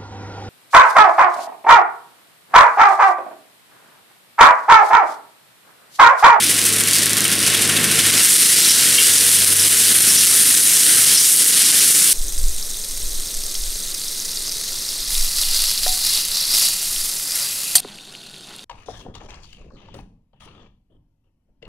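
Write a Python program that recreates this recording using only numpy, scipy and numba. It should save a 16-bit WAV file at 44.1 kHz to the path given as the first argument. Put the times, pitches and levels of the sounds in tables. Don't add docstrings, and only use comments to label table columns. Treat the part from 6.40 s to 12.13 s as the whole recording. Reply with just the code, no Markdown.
import sys
import numpy as np
from scipy import signal
from scipy.fft import rfft, irfft, next_fast_len
from scipy.io import wavfile
from scipy.ndimage import uniform_filter1d, minimum_filter1d
from numba import njit

SR = 44100
rng = np.random.default_rng(int(sys.argv[2]) if len(sys.argv) > 2 else 0)


def undo_db(level):
    steps = np.asarray(level, float) / 20
    return 10 ** steps


def store_wav(level_fs):
    pcm = np.round(np.clip(np.atleast_2d(level_fs), -1, 1) * 32767)
    wavfile.write(sys.argv[1], SR, pcm.T.astype(np.int16))


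N = 252693
T = np.arange(N) / SR
HZ = np.fft.rfftfreq(next_fast_len(N), 1 / SR) + 1
TURN_S = .036916

# time_s, note_hz, note_db, rumble_db
ENGINE = [(0.0, 102.5, -48, -41), (0.01, 104.6, -40.5, -37.5), (1.42, 103.1, -35.5, -30),
          (1.76, 102.9, -36.5, -33), (1.85, 103.4, -42, -35.5), (2.36, 97.5, -45, -37.5),
          (2.55, 97.54, -39, -35.5), (2.57, 97.6, -45, -38), (3.19, 97.75, -35.5, -38),
          (3.38, 99.8, -44, -39), (3.54, 100.3, -38, -35.5), (4.41, 100.3, -50, -39),
          (4.58, 100.1, -40, -35), (4.9, 101.4, -50, -43), (5.7, 102.3, -47, -36.5),
          (5.73, 101.5, -59, -45)]
# start_s, peak_db, pitch_hz, rattle_ms, phase_scatter_rad
SPLINTERS = [(0.5317, 0, 4100, 7.7, 1.8), (.851, -8.5, 2830, 15, 1.8), (1.146, -5, 3327, 9.2, 2.1),
             (1.294, -7, 2930, 13, 1.3), (1.3647, -5, 3380, 13.4, 1.7), (1.589, -8, 3090, 11, 1.1),
             (1.663, -19, 3300, 7, 2), (1.7343, -10, 3350, 11, 1.9), (1.826, -3, 9000, 32, .3),
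             (1.87, -8, 2030, 16, 0.79), (2.246, -3, 4200, 10, 1.3), (2.257, -8, 5600, 16, 1.8),
             (2.290, 0, 5480, 17, 2), (2.305, -7, 5760, 34, 1.3), (2.5789, -5, 2800, 32, .9),
             (2.640, -7, 4810, 16, 0.88), (2.640, -8, 2860, 14, 0.9), (3.195, -5, 5560, 14, 1.6),
             (3.237, -8, 5110, 20, 1.8), (3.684, -7, 5550, 27, 1.7), (3.773, -2, 5660, 34, 1.9),
             (4.607, -6, 5000, 10, 1.3), (4.749, -5, 5300, 21, 1.93), (4.772, 0.5, 5580, 34, 1.2)]


def unit(x):
    return x / np.sqrt(np.mean(x ** 2))


def at(table, hz):
    points = np.array(table)
    return np.interp(np.log(hz), np.log(points[:, 0]), points[:, 1])


def curves(table):
    s, *columns = np.transpose(table)
    return [np.interp(T, s, c) for c in columns]


def walk(rate):
    hold = int(SR / rate)
    steps = np.repeat(rng.standard_normal(N // hold + 1), hold)
    slewed = uniform_filter1d(uniform_filter1d(steps, hold), hold)
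    return unit(slewed[:N])


def bands(source, colour, lo_hz, count):
    # pitch_hz, side_minus_mid_db
    width = [(60, -25), (110, -25), (200, -20.5), (380, -18.5), (700, -18), (1290, -13), (2380, -18),
             (4400, -17), (8120, -16.5), (15000, -55)]
    spectra = rfft(source, next_fast_len(N)) * undo_db(at(colour, np.minimum(HZ, 15200)))
    spectra[1] *= undo_db(at(width, HZ))
    spectra /= np.sqrt(np.sum(np.abs(spectra[0]) ** 2) * 2) / len(HZ) / 2
    for k in range(count):
        place = 2 * np.log2(HZ / lo_hz) - k
        mid, side = irfft(spectra * np.cos(np.pi / 2 * np.clip(place, -1, 1)) ** 2)[:, :N]
        yield lo_hz * 2 ** (k / 2), np.array([mid + side, mid - side])


def bursts(s, size, decay_s):
    kicks = np.bincount(np.clip(s * SR, 0, N - 1).astype(int), size, N)
    return signal.lfilter([1], [1, -np.exp(-1 / (decay_s * SR))], kicks)


def stalk_snaps():
    moment, luck = rng.random((4000, 2)).T
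    crackle = bursts(moment * N / SR, undo_db(-5.0 * np.log(1 - .98 * luck)), 0.00073)
    return 1.71 + crackle / crackle.mean()


def impacts():
    # time_s, level_db
    slap_levels = [
        (0, 8),
        (.3, 8),
        (.45, 9),
        (.6, 8),
        (.78, 12),
        (1.0, 9.5),
        (1.18, 7),
        (1.3, -6),
        (1.8, -10),
    ]
    # start_s, level_db
    single_cracks = [(.129, 2), (.240, 11), (.8187, 5), (.903, 7), (1.276, 15.5), (1.618, 11.5),
                     (1.7109, 15.5), (1.7297, 9), (1.975, 8), (2.078, 6), (2.952, -6), (2.997, 4),
                     (3.0537, 8), (3.142, 8), (3.288, 16), (3.571, 6), (3.593, 11), (3.860, 11), (3.869, 2),
                     (4.158, 10), (4.219, 7), (4.244, 8), (4.654, 10), (4.962, 11), (5.044, 10),
                     (5.1133, 11), (5.263, 4), (5.317, 11), (2.931, 4), (5.535, 10.5)]
    turns = np.arange(.0308, slap_levels[-1][0], TURN_S)
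    slap_db = np.interp(turns, *np.transpose(slap_levels)) + 1.0 * rng.standard_normal(len(turns))
    crack_s, crack_db = np.transpose(single_cracks)
    strike_s, peak_db, _, rattle_ms, _ = np.transpose(SPLINTERS)
    strike_db = peak_db + 19.5 - 1.4 * rattle_ms
    slaps = bursts(turns, undo_db(2 * slap_db + 5), .0007)
    cracks = bursts(crack_s, undo_db(2 * crack_db + 7), .0004)
    return slaps + cracks + bursts(strike_s, undo_db(2 * strike_db), .0052)


def feed_swell():
    # peak_s, swell_db, length_ms
    bundles = [(0.58, 0.5, 30), (0.097, 7, 11), (0.165, 3, 7.9), (0.265, 6.5, 25), (0.385, 6, 7),
               (0.537, 4, 26), (0.66, 6, 14), (0.734, 2, 7.4), (1.035, 4.5, 15), (1.225, 7.5, 17),
               (1.0, -3.5, 18), (1.838, 2.5, 49), (2.04, -2, 25), (2.643, 4, 57), (2.93, 1.5, 45),
               (3.074, 10, 12), (3.124, 2, 18), (3.165, 7, 8.5), (3.2, 2, 11), (3.56, 4, 20),
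               (3.285, 7, 15), (3.62, 12, 11), (4.575, 7, 15), (4.612, 1, 18), (4.76, -1, 40),
               (4.955, -2.5, 25), (5.075, 13, 17), (5.04, -3, 15), (5.52, 3, 15), (5.555, 1, 19)]
    grab_s = .0398 + 2 * TURN_S * np.arange(24)
    grab_db = (7 + 0.9 * rng.standard_normal(24)) * np.clip(2 * (1.9 - grab_s), 0, 1)
    grabs = [(s, db, 12) for s, db in zip(grab_s, grab_db)]
    swell = np.zeros(N)
    for s, db, ms in list(bundles) + grabs:
        near = slice(max(int(s * SR) - SR // 8, 0), int(s * SR) + SR // 5)
        span_ms = np.where(T[near] < s, .33, .85) * ms
        swell[near] += db * np.exp(-((T[near] - s) * 1000 / span_ms) ** 2)
    return swell


def shredding():
    # time_s, hiss_db, wood_db
    feed = [(0, -20, 1), (.45, -21, -1), (.56, -16.5, 2), (.7, -21.5, 0.5), (1.45, -20.5, 1),
            (1.8, -14.5, 3), (1.96, -8, 2), (2.2, -13, 3.5), (2.6, -12.5, 3.5), (3.0, -13, -1.5),
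            (3.25, -14.5, 0), (3.5, -11.5, 1.5), (4.05, -9, 1.5), (4.25, -11, -1), (4.76, -10, 3.5),
            (4.93, -11.5, -2.5), (5.15, -13.5, 2.5), (5.73, -7.5, 1)]
    # pitch_hz, density_db_per_hz
    reed_colour = [(350, -56), (600, -22.5), (920, -25), (1370, -11.5), (1970, -7.5), (2490, -9),
                   (2850, -6), (4630, -5.5), (5690, -4.5), (6810, -6), (9360, 0.5), (11000, -4),
                   (13400, -11.5), (15200, -19.5), (16200, -80)]
    hiss_db, wood_db = curves(feed)
    engine_db = curves(ENGINE)[2]
    snap_db = -0.42 * hiss_db + wood_db
    roar_db = -0.74 * hiss_db + 0.42 * wood_db + 0.64 * engine_db
    snap_db, roar_db = snap_db - snap_db.mean(), roar_db - roar_db.mean()
    crackle, hits, swell = stalk_snaps(), impacts(), feed_swell()
    hood = -0.41 * swell
    noise = rng.standard_normal((2, 2, N))
    noise[1] = np.sign(noise[1])
    bed_bands = bands(noise[0], reed_colour, 613.0, count=11)
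    hit_bands = bands(noise[1] * np.sqrt(hits), reed_colour, 710.0, count=11)
    shared, out = walk(30), 0
    for (hz, bed), (_, hit) in zip(bed_bands, hit_bands):
        low, high = np.clip(np.log2(np.array([4500 / hz, hz / 4500])), 0, 1)
        colour_db = low * roar_db + (1 - low - high) * snap_db
        flicker_db = swell + (1 - high) * hood + 0.27 * shared + 0.73 * walk(20)
        snapping = undo_db(flicker_db) * unit(crackle ** (.5 - 0.22 * low)) * bed
        hit_db = -12.0 * low + 8 * np.log2(max(hz / 9000, 1))
        out = out + undo_db(colour_db) * (snapping + undo_db(hit_db) * np.sqrt(hits.mean()) * hit)
    return undo_db(hiss_db + 1.5) * out


def clinks():
    out = np.zeros(N)
    shake = [walk(300) for _ in range(3)]
    flutter_db = [3.0 * walk(200) for _ in range(3)]
    for s, db, hz, ms, rough in SPLINTERS:
        near = slice(int(s * SR), int(s * SR) + SR // 8)
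        age = (T[near] - s).clip(0) * 1000 / ms
        envelope = np.minimum(1, 12 * age) * np.exp(-age ** 2)
        second, third = (.91, 1.07) if hz > 5300 else (1.12, .8)
        modes = [(hz, -10), (hz * second, -13), (hz * third, -16)]
        for k, (mode_hz, mode_db) in enumerate(modes):
            ring = np.sin(2 * np.pi * mode_hz * T[near] + rough * shake[k][near])
            out[near] += undo_db(db + mode_db + flutter_db[k][near]) * ring * envelope
    return out


def diesel():
    # multiple_of_crank_speed, level_db against the rumble
    orders = [(2, -37), (5, -23), (6, -9.5), (7, -14.5), (8, -8.5), (9.5, -10.5), (11.5, -12.5),
              (12.5, -12), (14, -11.5), (17, -13), (19, -18), (22, -17.5), (28, -16), (38.5, -26.5),
              (42, -13)]
    # pitch_hz, density_db_per_hz
    rumble_colour = [(15, -56), (25, -33), (64, -18), (97, -12.5), (128, -7.5), (309, 0), (396, -5),
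                     (448, -1.5), (531, -9), (884, -18), (1000, -13.5), (1300, -33), (2200, -120)]
    note_hz, note_db, rumble_db = curves(ENGINE)
    body_db = -0.22 * (rumble_db - rumble_db.mean())
    crank = np.cumsum(note_hz / 4) * 2 * np.pi / SR
    tones = 0
    for k, db in orders:
        waver = rng.uniform(0, 2 * np.pi) + (.3 + .048 * k) * walk(15)
        level_db = db + 2.0 * walk(14) + body_db * (k > 13)
        tones = tones + undo_db(level_db) * np.sin(k * crank + waver)
    noise = rng.standard_normal((2, N)) * (1 + 0.08 * np.cos(2 * crank))
    rumble = 0
    for hz, band in bands(noise, rumble_colour, 25., count=12):
        rumble = rumble + undo_db(1.1 * walk(10) + body_db * (hz > 330)) * band
    skew = 0.017 * walk(2.77) * np.array([[1], [-1]])
    note = np.sqrt(2) * undo_db(note_db + 1.0 * walk(9.8)) * np.sin(4 * crank + skew)
    return note + undo_db(rumble_db) * (undo_db(4.0) * tones + undo_db(2.0) * rumble)


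def scene():
    return diesel() + undo_db(np.array([[.12], [-.12]])) * (shredding() + clinks())


@njit
def let_go(need, release):
    gain, g = np.empty(len(need)), 1.
    for i in range(len(need)):
        g = min(need[i], g + (1 - g) * release)
        gain[i] = g
    return gain


def band_limit(x):
    return signal.sosfilt(signal.butter(12, 16400, fs=SR, output="sos"), x)


def record(dry):
    limit_db, look_s, release_s, top_hz = -1.2, .0025, .013, 15680
    look = int(look_s * SR)
    need = np.minimum(1, undo_db(limit_db) / (np.abs(dry).max(axis=0) + 1e-9))
    need = minimum_filter1d(need, 2 * look + 1, origin=-look // 2)
    gain = uniform_filter1d(let_go(need, 1 / (release_s * SR)), look // 2)
    lowpass = signal.ellip(10, .2, 70, top_hz, fs=SR, output="sos")
    limited = signal.sosfilt(lowpass, dry * gain)
    return band_limit(np.clip(limited, -1, 1))


dry = scene()
out = record(dry)
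store_wav(out)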